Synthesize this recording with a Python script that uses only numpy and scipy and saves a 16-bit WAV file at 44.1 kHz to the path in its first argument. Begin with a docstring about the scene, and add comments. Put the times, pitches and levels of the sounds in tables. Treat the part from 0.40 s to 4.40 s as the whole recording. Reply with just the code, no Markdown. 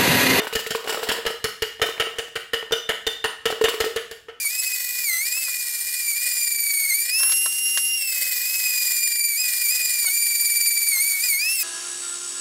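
"""A steel shaker tin is tapped on the rim of a fine strainer about five times a second to drain a drink.
Each tap is a clash of thin steel, a hollow note from the air in the tin, a ring of tin and rim and a thump.
At first the taps also clink brightly, and ice knocks and tumbles inside the tin between them.
Around two seconds the ice settles and the rim sings out; just after three the cubes knock again.
The last taps fade away. A kitchen rings around it all, over a quiet background."""
import sys
import numpy as np
from scipy import signal
from scipy.fft import rfft, irfft
from scipy.io import wavfile

SR = 44100
rng = np.random.default_rng(int(sys.argv[2]) if len(sys.argv) > 2 else 0)


def generate_wav(sig):
    """Save sig (samples, or channels by samples) to the path in sys.argv[1] as 16-bit PCM at SR."""
    pcm = np.round(np.clip(np.atleast_2d(sig).T, -1, 1) * 32767).astype(np.int16)
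    wavfile.write(sys.argv[1], SR, pcm)


N = 176400
AGE = np.arange(int(.5 * SR)) / SR   # seconds since a blow

# modes of the tin's steel wall: pitch_hz, level_db
TIN_MODES = [(1308, -4.5), (1451, -4.5), (1828, 2.5), (2815, -6.5), (2907, -0.5), (3049, -8.5), (3239, -11)]
# modes of the steel's bright clink: pitch_hz, level_db
CLINK_MODES = [(2900, -10), (4540, -16), (5330, -16)]
TIN_T60_S, CLINK_T60_S = .15, .19
# dull body of an ice hit: frequency_hz, density_db
KNOCK_SPECTRUM = [(480, 4.5), (1900, -2)]
# bright edge of an ice hit: frequency_hz, density_db
CRACK_SPECTRUM = [(2800, 4), (3800, 1), (5000, 0), (6400, -6.5), (7700, 0.5), (8700, -5.5), (16000, -6.5)]


def from_db(db):
    """Decibels to gain."""
    return 10 ** (np.asarray(db) / 20)


def at_hz(points, hz):
    """Reads a table on a log-frequency axis."""
    frequencies, values = np.transpose(points)
    return np.interp(np.log(hz + 1e-3), np.log(frequencies), values)


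def wobble(axis, step, spread_db):
    """A gain that glides to a new random value at every step along an axis."""
    knots = np.arange(0, axis[-1] + step, step)
    return from_db(spread_db * np.interp(axis, knots, rng.standard_normal(len(knots))))


def decay(t60_s, age):
    """Falls by 60 dB in t60_s."""
    return np.exp(-np.log(1000) * age / t60_s)


def unit_blow(x, onset_s=.014):
    """Scales a hit to rms 1 over its onset."""
    return x / np.sqrt(np.mean(x[:int(onset_s * SR)] ** 2))


def add(out, start_s, sound):
    """Mixes a sound in at start_s."""
    i = int(start_s * SR)
    part = sound[max(-i, 0):max(N - i, 0)]
    out[max(i, 0):max(i, 0) + len(part)] += part


def noise(spectrum, size, ripple_hz=220):
    """Noise of rms 1, coloured a little differently each time, falling steeply past its table's ends."""
    hz = np.fft.rfftfreq(size, 1 / SR) + 1e-3
    skirts = np.minimum(1, hz / spectrum[0][0]) ** 2 * np.minimum(1, spectrum[-1][0] / hz) ** 2
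    colour = from_db(at_hz(spectrum, hz)) * wobble(hz, ripple_hz, spread_db=2.5)
    x = irfft(rfft(rng.standard_normal(size)) * colour * skirts, size)
    return x / x.std()


def room_tone(level_db=-63.5):
    """The kitchen's quiet bed of dark noise."""
    return from_db(level_db) * noise([(60, 1), (16000, -31)], N)


def kitchen_reverb(x, delay_s=.012, build_s=.016):
    """A diffuse tail builds up after a short delay and dies soonest in the high treble."""
    # tone of the tail: frequency_hz, level_db
    tail_colour = [(170, -17), (260, -10.5), (900, -7), (1400, -6)]
    # length of the tail: frequency_hz, t60_s
    tail_t60 = [(250, 0.44), (3000, 0.57), (15000, 0.35)]
    age, tail = np.arange(int(.7 * SR)) / SR, 0
    edges_hz = np.geomspace(45, 17000, 18)
    build = np.clip((age - delay_s) / build_s, 0, 1)
    for low, high in zip(edges_hz, edges_hz[1:]):
        hz = np.sqrt(low * high)
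        bandpass = signal.butter(3, [low, high], "band", fs=SR, output="sos")
        band = signal.sosfilt(bandpass, rng.standard_normal(len(age)))
        band = band * build * decay(at_hz(tail_t60, hz), age)
        unity_gain = np.sqrt(2 * (high - low) / SR / np.sum(band ** 2))
        tail = tail + from_db(at_hz(tail_colour, hz)) * band * unity_gain
    return signal.fftconvolve(x, tail)[:N]


def contact_burst(spectrum, t60_s, ramp_s=.12, hold_s=0, chatter_per_s=500):
    """Dense, short-lived modes flicker as surfaces chatter; a ramp longer than the decay softens the hit."""
    envelope = np.minimum(AGE / ramp_s, 1) * decay(t60_s, np.maximum(AGE - hold_s, 0))
    burst = noise(spectrum, len(AGE)) * envelope
    return unit_blow(burst * wobble(AGE, 1 / chatter_per_s, spread_db=3))


def steel_ring(modes, t60_s, spread_db=3, detune=.0045):
    """Grip and ice split each steel mode into a beating pair, struck differently at every blow."""
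    out = np.zeros(len(AGE))
    for hz, db in modes:
        for sign, strength, split in rng.standard_normal((2, 3)):
            partial = np.sin(2 * np.pi * hz * (1 + detune * split) * AGE)
            out += np.sign(sign) * from_db(db + spread_db * strength) * partial
    return out * decay(t60_s, AGE)


def hollow_note(pitch_hz=451.4, wander=.018, rise_s=.0029, t60_s=.094):
    """The air in the tin swells for a cycle and rings, its pitch shifting a little with the ice."""
    hz = pitch_hz * (1 + wander * rng.uniform(-1.36, 1))
    note = np.sin(2 * np.pi * hz * AGE) * decay(t60_s, AGE)
    return unit_blow(note * (1 - np.exp(-AGE / rise_s)))


def ice_chips(chips_per_s=60, spread_db=2.5, t60_s=.032):
    """Small pieces of ice tumble in the tin, each a tiny knock, crack and hollow note."""
    # spells of tumbling: start_s, end_s, level_db
    tumbles = [(.01, .06, -34.5), (.44, .78, -37.5), (1.43, 1.87, -51)]
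    out = np.zeros(N)
    for start_s, end_s, level_db in tumbles:
        for slot_s in np.arange(start_s, end_s, 1 / chips_per_s):
            knock = contact_burst(KNOCK_SPECTRUM, t60_s)
            crack = from_db(-4) * contact_burst(CRACK_SPECTRUM, t60_s)
            chip = knock + crack + from_db(-3) * hollow_note()
            hit_s = slot_s + rng.random() / chips_per_s
            add(out, hit_s, from_db(level_db + spread_db * rng.uniform(-.66, 1)) * chip)
    return out


def ice_cubes():
    """Cubes fall against the wall: a dull knock, the hollow note, and a crack that rings the steel."""
    # cube hits: start_s, knock_db, hollow_db, crack_db
    hits = [(0.069, -27.5, -49, -33.5), (0.126, -33.5, -30.5, -27.5), (0.19, -33, -34.5, -30),
            (0.263, -30.5, -30.5, -29.5), (0.3487, -24.5, -23, -30), (0.474, -28, -49, -30),
            (0.492, -29.5, -29.5, -24), (0.5244, -32, -32, -30), (0.5438, -29, -53, -29.5),
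            (0.571, -30, -32, -50), (0.63, -30, -29, -28.5), (0.715, -27.5, -29, -24),
            (0.784, -34.5, -32.5, -43), (0.852, -31, -29.5, -40), (0.9028, -32, -28, -35.5),
            (1.3964, -36, -38, -52), (1.458, -37, -33.5, -31.5), (1.487, -32.5, -33.5, -37),
            (1.578, -36, -39, -51), (1.668, -34, -30, -52), (2.2266, -37, -34, -60),
            (2.3095, -33, -37, -53), (3.102, -27, -28, -31.5), (3.125, -30.5, -27, -54),
            (3.2115, -28, -15.5, -32), (3.284, -25, -45, -24), (3.34, -33, -27, -34.5),
            (3.441, -28, -28, -29), (3.462, -47, -22, -39)]
    out = np.zeros(N)
    for start_s, knock_db, hollow_db, crack_db in hits:
        crack = from_db(-2.5) * contact_burst(CRACK_SPECTRUM, t60_s=.05)
        crack += from_db(-10) * steel_ring(TIN_MODES, TIN_T60_S)
        crack += from_db(-3) * steel_ring(CLINK_MODES, CLINK_T60_S)
        knock = from_db(-.5) * contact_burst(KNOCK_SPECTRUM, t60_s=.0184, ramp_s=.0007, hold_s=.002)
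        air = from_db(hollow_db) * hollow_note()
        add(out, start_s, from_db(knock_db) * knock + air + from_db(crack_db) * crack)
    return out


def tin_taps(rim_t60_s=.19, clink_until_s=1.3, thump_fade_db_per_s=1):
    """The tin hits the strainer's rim: both ring, and the jolt gives a splash of treble and a thump."""
    # taps on the strainer: start_s, clash_db, hollow_db, jolt_db, rim_db
    taps = [(-0.02, -18, -20.5, -37, -27), (0.152, -25, -26, -25, -56), (0.3055, -26, -31, -28, -54),
            (0.688, -20.5, -31, -26, -45), (0.8624, -21, -26.5, -28.5, -54),
            (1.0411, -22.5, -25.5, -24.5, -46), (1.221, -22, -23.5, -27, -53),
            (1.416, -16.5, -22.5, -25, -29), (1.598, -18.5, -25.8, -29, -47),
            (1.7843, -24.5, -28.0, -33, -40), (1.955, -24, -32, -34.5, -53),
            (2.1333, -21, -24.5, -30.5, -38), (2.3208, -21, -20, -27.5, -21.5),
            (2.49, -18.5, -29.5, -30, -50), (2.6664, -21.5, -25, -27.5, -21.5),
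            (2.841, -19.5, -25, -30, -40), (3.055, -19, -20.5, -27.5, -32.5),
            (3.239, -18, -15.5, -25.5, -24.5), (3.4023, -21, -21.5, -25, -31),
            (3.56, -26, -22, -31.5, -38.5), (3.711, -35.0, -36, -39, -61), (3.884, -38, -35.5, -67, -70)]
    # midrange clash of thin steel: frequency_hz, density_db
    clash_spectrum = [(300, -11), (620, -0.5), (1050, -6), (1800, 3.5), (2600, -5.5), (3000, 6),
                      (3800, -11.5)]
    # bright top of the jolt: frequency_hz, density_db
    treble_spectrum = [(4300, 2.5), (5300, 1.5), (5750, -4), (7200, 1), (8600, -9), (10000, -3.5),
                       (12000, -9), (13100, -4.5), (15500, -13)]
    # low end of the jolt: frequency_hz, density_db
    thump_spectrum = [(45, 2), (270, -8)]
    # main ring of the rim: pitch_hz, level_db
    rim_modes = [(3588, -1), (5970, -15.5)]
    # thin upper ring of the rim: pitch_hz, level_db
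    upper_modes = [(9096, -0.89)]
    # level ride of that upper ring: time_s, level_db
    upper_levels = [(1.42, -52), (1.6, -41), (3.05, -41), (3.9, -82)]
    out = np.zeros(N)
    for start_s, clash_db, hollow_db, jolt_db, rim_db in taps:
        clash = from_db(-2.5) * contact_burst(clash_spectrum, t60_s=.1136, ramp_s=.002, hold_s=.0117)
        clash += from_db(-11.5) * steel_ring(TIN_MODES, TIN_T60_S)
        jolt = contact_burst(treble_spectrum, t60_s=.084, ramp_s=.001, hold_s=.0043)
        thump = contact_burst(thump_spectrum, t60_s=.045, ramp_s=.0028, hold_s=.0061)
        jolt += from_db(-7.486 - thump_fade_db_per_s * start_s) * thump   # taps land ever more lightly
        jolt += (start_s < clink_until_s) * steel_ring(CLINK_MODES, CLINK_T60_S)
        upper_db = np.interp(start_s, *np.transpose(upper_levels))
        rim = from_db(rim_db) * steel_ring(rim_modes, rim_t60_s)
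        rim += from_db(upper_db) * steel_ring(upper_modes, rim_t60_s)
        air = from_db(hollow_db) * hollow_note()
        add(out, start_s, from_db(clash_db) * clash + from_db(jolt_db) * jolt + air + rim)
    return out


def scene():
    """Taps and ice in the kitchen, over its room tone, in mono."""
    shaker = tin_taps() + ice_cubes() + ice_chips()
    return (shaker + kitchen_reverb(shaker) + room_tone())[None]


def record(dry, cutoff_hz=15850):
    """A steep low-pass takes off the very top."""
    return signal.sosfilt(signal.ellip(12, .1, 80, cutoff_hz, fs=SR, output="sos"), dry)


dry = scene()
out = record(dry)
generate_wav(out)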